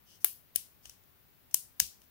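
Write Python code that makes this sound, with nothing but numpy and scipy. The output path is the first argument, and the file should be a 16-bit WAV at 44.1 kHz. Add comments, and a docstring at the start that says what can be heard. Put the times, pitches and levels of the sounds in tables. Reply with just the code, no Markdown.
"""A quiet room, close to the microphone: a finger flicks the plastic slide switch of a small hand-held blower.
Four times the slider scrapes for some milliseconds, then snaps into its detent: shaped noise bursts ring the case.
Around the snaps come weaker bursts as ticks of the loose knob, grainy noise as soft finger rubs, and damped
low sines with rumble as bumps of the case in the hand. Decaying noise is the room's brief answer to each click;
low rumble and microphone hiss lie underneath."""
import sys
import numpy as np
from scipy import signal
from scipy.fft import rfft, irfft
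from scipy.io import wavfile
from scipy.ndimage import uniform_filter1d

SR = 44100
rng = np.random.default_rng(int(sys.argv[2]) if len(sys.argv) > 2 else 0)


def persist_wave(psi):
    """Save psi, clipped to +-1, as 16-bit WAV."""
    counts = np.round(np.clip(psi, -1, 1) * 32767).astype(np.int16)
    wavfile.write(sys.argv[1], SR, np.atleast_2d(counts).T)


N = 92610  # 2.1 s
TOP_HZ = 15800  # hiss and room echoes stop here


def amp(db):
    """Decibels to gain."""
    return 10 ** (np.asarray(db) / 20)


def unit(x):
    """Scales to an rms of one."""
    return x / np.sqrt(np.mean(x ** 2) + 1e-20)


def read(points, hz):
    """Reads a (frequency, value) table on a logarithmic frequency axis."""
    f, value = np.transpose(points)
    return np.interp(np.log(hz + 1), np.log(f + 1), value)


def add(mix, start_s, sound):
    """Mixes a stereo sound in at a time, cut off at the end of the mix."""
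    part = mix[:, round(start_s * SR):][:, :sound.shape[1]]
    part += sound[:, :part.shape[1]]


def bins(size):
    """Frequencies of a spectrum in Hz."""
    return np.fft.rfftfreq(size, 1 / SR)


def colour(x, db_at):
    """Causal minimum-phase filter whose gain in dB is a function of frequency."""
    size = 2048
    log_gain = np.log(amp(db_at(abs(np.fft.fftfreq(size, 1 / SR)))))
    spectrum = np.exp(np.conj(signal.hilbert(log_gain)))
    taps = np.fft.ifft(spectrum).real
    return signal.fftconvolve(x, taps[:size // 2])


def peak(hz, centre, width):
    """Bell curve of one resonance, one at its centre."""
    return 1 / (1 + (2 * (hz - centre) / width) ** 2)


def tilt(hz):
    """Octaves above or below the middle of the treble, held level in the bass."""
    return np.log2(np.maximum(hz, 1500) / 6000)


# steady background of the room and microphone: (frequency [Hz], relative level per Hz [dB])
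FLOOR_TONE = [(25, -11), (52, -1.5), (82, 2), (140, -2.5), (210, -5), (500, -12), (1000, -13.5),
              (2100, -15.5), (4000, -19), (6000, -23), (8200, -26), (10200, -22), (12500, -15.5),
              (15500, -12.5)]
# how the background leans to the left: (frequency [Hz], left minus right [dB])
FLOOR_BALANCE = [(60, 1.1), (380, 4), (4400, 2.3), (8000, 3), (15000, 7)]
FLOOR_DB = -67  # rms of the two sides averaged
WHINE_HZ, WHINE_WIDTH_HZ, WHINE_DB = 15450, 120, 10  # a thin peak in the hiss


def background():
    """Low room rumble and microphone hiss: steady noise shaped in frequency."""
    hz = bins(N)
    tone_db = read(FLOOR_TONE, hz) + WHINE_DB * peak(hz, WHINE_HZ, WHINE_WIDTH_HZ)
    sides_db = tone_db + np.outer([0.5, -0.5], read(FLOOR_BALANCE, hz))
    noise = rng.standard_normal((2, N))
    x = irfft(rfft(noise) * amp(sides_db) * (hz < TOP_HZ), N)
    return amp(FLOOR_DB) * x / x.mean(0).std()


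# how long the room rings: (frequency [Hz], time to fall 60 dB [s])
ROOM_T60 = [(500, 0.33), (1600, 0.13), (3500, 0.27), (5400, 0.31), (9200, 0.26), (15000, 0.31)]
# what the room returns: (frequency [Hz], echo against the direct sound [dB])
ROOM_TONE = [(200, -18.5), (900, -17), (1650, -8.5), (3000, -6), (4600, -6), (6300, -10), (8500, -5),
             (11000, -6), (15000, -12.5)]
# the echo on the right: (frequency [Hz], gain of the right side [dB])
ROOM_RIGHT = [(300, -6.5), (3000, -5.5), (6000, -3.5), (11000, -8), (15000, -6.5)]
ROOM_GAP_S, ROOM_BUILD_S = 0.0023, 0.0068
ROOM_GRAIN_DB, ROOM_GRAIN_S = 2, 0.03  # the first echoes arrive as separate reflections


def room_tail(tone):
    """The echo of a click: grainy at first, it builds up quickly and dies at its own speed in each band."""
    t = np.arange(SR // 2) / SR
    sizes = amp(ROOM_GRAIN_DB * np.exp(-t / ROOM_GRAIN_S) * rng.exponential(1, (2, len(t))))
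    steady_sizes = sizes / np.sqrt(uniform_filter1d(sizes ** 2, size=600))
    echoes = rng.standard_normal(sizes.shape) * steady_sizes
    hz, when, z = signal.stft(echoes, SR, nperseg=256)
    t60 = read(ROOM_T60, hz)[:, None]
    tone_db = (tone(hz) + read(ROOM_TONE, hz))[:, None]
    equal_energy = np.sqrt(np.log(1e6) / t60 / SR)  # long and short decays carry the same energy
    z = z * amp(tone_db - 60 * when / t60) * equal_energy
    z[1] *= amp(read(ROOM_RIGHT, hz))[:, None]
    z = z * (hz < TOP_HZ)[:, None]
    tail = signal.istft(z, SR, nperseg=256)[1][:, :len(t)]
    return tail * np.clip((t - ROOM_GAP_S) / ROOM_BUILD_S, 0, 1) ** 0.5


# the case bumps in the hand: (time [s], level [dB], wobble frequency [Hz])
BUMPS = [(.56, -62, 70), (.857, -59, 63), (1.804, -50.5, 79.1)]
BUMP_RISE_S, BUMP_FADE_S, BUMP_RIGHT_DB = 0.016, 0.036, -4.5
BUMP_ROUGH = 0.78  # rms of the rumble beside a sine of amplitude one


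def bumps():
    """The whole case rocks against the hand with a low, damped wobble."""
    out = np.zeros((2, N))
    t = np.arange(SR // 2) / SR
    envelope = np.minimum(t / BUMP_RISE_S, 1) * np.exp(-np.maximum(t - BUMP_RISE_S, 0) / BUMP_FADE_S)
    for time_s, db, hz in BUMPS:
        band = signal.butter(2, [hz / 2, hz * 2], "band", fs=SR, output="sos")
        rumble = unit(signal.sosfilt(band, rng.standard_normal((2, len(t)))))
        wobble = np.sin(2 * np.pi * hz * t) + BUMP_ROUGH * rumble
        add(out, time_s, amp([[db], [db + BUMP_RIGHT_DB]]) * envelope * wobble)
    return out


# resonances of the plastic case: (centre [Hz], width [Hz], lift [dB])
CASE = [(900, 170, 4), (1594, 160, 4.5), (2950, 600, 9), (5270, 540, 4), (6080, 400, 5.5), (6760, 300, 3),
        (8360, 400, 4.5), (10550, 650, 3.5), (12420, 710, 6.5), (13550, 400, 3), (15140, 550, 9)]


def case(hz):
    """Lift in dB that the resonances of the case give each frequency."""
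    return sum(db * peak(hz, centre, width) for centre, width, db in CASE)


# finger and slider rubbing on the case: (time [s], length [s], level [dB], treble tilt [dB per octave])
RUBS = [(.05, .15, -63, -0.5), (0.199, 0.053, -61, 9), (0.821, 0.082, -62.5, 4.5), (1.509, 0.041, -67.5, 7),
        (1.989, 0.087, -75, 4)]
# colour of the friction before the case: (frequency [Hz], gain [dB])
RUB_TONE = [(300, -13), (2200, -16), (3050, -0.5), (3700, -3.5), (4800, 1.5), (6000, 2.5), (7200, -6.5),
            (11000, -5), (15000, -13)]
RUB_RIGHT_DB = -6.5


def rubs():
    """Fine friction grains pass through the case under one soft swell."""
    out = np.zeros((2, N))
    for time_s, length_s, db, slope in RUBS:
        n = round(length_s * SR)
        swell = np.sin(np.linspace(0, np.pi, n))
        grains = rng.standard_normal((2, n)) * amp(2.5 * rng.exponential(1, n)) * swell

        def tone(hz):
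            return read(RUB_TONE, hz) + case(hz) + slope * tilt(hz)

        sound = np.array([colour(side, tone) for side in grains])
        add(out, time_s, amp(db) * unit(sound) * amp([[0], [RUB_RIGHT_DB]]))
    return out


def favoured(ring_hz, ring_db):
    """Lift in dB of the one resonance that a blow excites most, as a function of frequency."""
    return lambda hz: ring_db * peak(hz, ring_hz, width=500)


def burst(envelope, tone):
    """Dense random ringing under an envelope, evened out in frequency and then given a tone in dB."""
    x = envelope * rng.standard_normal(len(envelope))
    power = uniform_filter1d(abs(rfft(x)) ** 2, size=21)

    def even_tone(hz):
        return tone(hz) - 10 * np.log10(np.interp(hz, bins(len(x)), power) + 1e-9)

    return colour(x, even_tone)


# the click as heard on the right: (frequency [Hz], gain against the left [dB])
RIGHT_TONE = [(200, -2.5), (1200, -1), (3000, 1.5), (5000, -0.5), (8000, 2), (11000, 1), (15000, 1)]
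# a click rises, chatters (on the left), then dies away
RISE_S, CHATTER_S, RING_S, RIGHT_RING_S = 0.00033, 0.00092, 0.0012, 0.0019
SLIDE_RIGHT_DB = -2.5
BASS_CUT_HZ = 170  # a small case radiates little below this
# heard from all directions, a click's tone and the case's resonances even out
ROOM_TONE_SHARE, ROOM_CASE_SHARE = 0.81, 0.73


def strike(tone, ring, right_db, room_db, slide_s, slide_db):
    """A growing scrape, then plastic hits plastic and rings case and room; returns lead time and both sides."""
    lead_s = 0.012  # room for the scrape before the blow at t = 0
    t = np.arange(0, 3 * lead_s, 1 / SR) - lead_s
    scrape = amp(slide_db) * np.clip(1 + t / slide_s, 0, 1) ** 0.72 * (t < RISE_S)
    rise = np.clip(t / RISE_S, 0, 1)
    left = scrape + rise * np.exp(-np.maximum(t - CHATTER_S, 0) / RING_S)
    right = amp(SLIDE_RIGHT_DB) * scrape + rise * np.exp(-np.maximum(t, 0) / RIGHT_RING_S)

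    def left_tone(hz):
        return tone(hz) + case(hz) + ring(hz)

    def right_tone(hz):
        return tone(hz) + case(hz) + read(RIGHT_TONE, hz) + right_db

    def echo_tone(hz):
        return ROOM_TONE_SHARE * tone(hz) + ROOM_CASE_SHARE * case(hz) + room_db

    sound = np.zeros((2, SR * 3 // 5))
    add(sound, 0, np.array([burst(left, left_tone), burst(right, right_tone)]))
    add(sound, lead_s, room_tail(echo_tone))
    bass_cut = signal.butter(1, BASS_CUT_HZ, "high", fs=SR, output="sos")
    return lead_s, signal.sosfilt(bass_cut, sound)


# light ticks of the knob:
# (time [s], level [dB], treble tilt [dB per octave], favoured resonance [Hz], its lift [dB])
TICKS = [(.1555, -38, 6, 13500, 6), (0.2186, -35.5, 3.5, 6000, 3), (0.853, -31.5, -2.5, 3000, 8),
         (0.8559, -18, 1, 3000, 8), (0.896, -18.5, 2.5, 5600, 9.5), (1.0372, -41.5, 2, 7000, 4),
         (1.511, -32.5, -1, 6300, 2), (1.514, -32, 1, 8300, 0), (2.0024, -47, 4, 6000, -3),
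         (2.0179, -32.5, -2.5, 10500, 11.5), (2.039, -42, 8, 6000, -2)]
# colour shared by the ticks: (frequency [Hz], gain [dB])
TICK_TONE = [(200, -5), (850, -1), (1600, -7.5), (3000, -6), (4500, -5), (5800, 2), (8500, -4.5),
             (11000, -4.5), (15000, -13.5)]
TICK_RIGHT_DB, TICK_ROOM_DB = -7, 4


def ticks():
    """The knob shifts in its play as the finger takes or leaves it."""
    out = np.zeros((2, N))
    for time_s, db, slope, ring_hz, ring_db in TICKS:
        def tone(hz):
            return read(TICK_TONE, hz) + slope * tilt(hz)

        lead_s, sound = strike(tone, favoured(ring_hz, ring_db), TICK_RIGHT_DB, TICK_ROOM_DB,
                               slide_s=0.0028, slide_db=-17.5)
        add(out, time_s - lead_s, amp(db) * sound)
    return out


# snaps of the slider: (time [s], slide before it [s], slide against the snap [dB], right side [dB], room [dB],
# favoured resonance [Hz], its lift [dB], then the tone [dB] at each of SNAP_TONE_HZ)
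SNAPS = [(0.2453, 0.0015, -34.5, -13.5, 0.7, 10800, 4.7, -10, -1, -2.5, -3.5, -2.5, -5.5, -0.5, 2, 12.2, 14),
         (0.5593, 0.0097, -28, -11, -0.4, 10140, 12.4, 0.5, -3.5, -16, -20, -10, -5.5, 0, 3, 5.6, 4.2),
         (1.5436, .004, -28, -12, -1.6, 6830, 4.8, -21.5, -18.5, -12, -13, -11.5, -7, 8, 10.4, 11, 10),
         (1.8005, .0045, -17, -7.5, 1, 1610, 5.5, -10.5, -5.5, -4, -6.5, 0, 1, 12, 5.3, 6.8, 10.1)]
# where the tone of a snap is given: (frequency [Hz])
SNAP_TONE_HZ = [170, 450, 850, 1250, 1850, 3300, 6200, 9200, 10800, 15000]


def snaps():
    """The slider drops into a detent; each snap has its own tone."""
    out = np.zeros((2, N))
    for time_s, slide_s, slide_db, right_db, room_db, ring_hz, ring_db, *tone_db in SNAPS:
        def tone(hz):
            return read(list(zip(SNAP_TONE_HZ, tone_db)), hz)

        lead_s, sound = strike(tone, favoured(ring_hz, ring_db), right_db, room_db, slide_s, slide_db)
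        add(out, time_s - lead_s, sound)
    return out


def scene():
    """The switch and the handling over the quiet room."""
    return background() + bumps() + rubs() + ticks() + snaps()


def record(dry):
    """Full-scale limit, then a low-pass as band limit."""
    low_pass = signal.firwin(255, 16450, window=("kaiser", 9), fs=SR)
    return signal.oaconvolve(np.clip(dry, -1, 1), low_pass[None], "same")


dry = scene()
out = record(dry)
persist_wave(out)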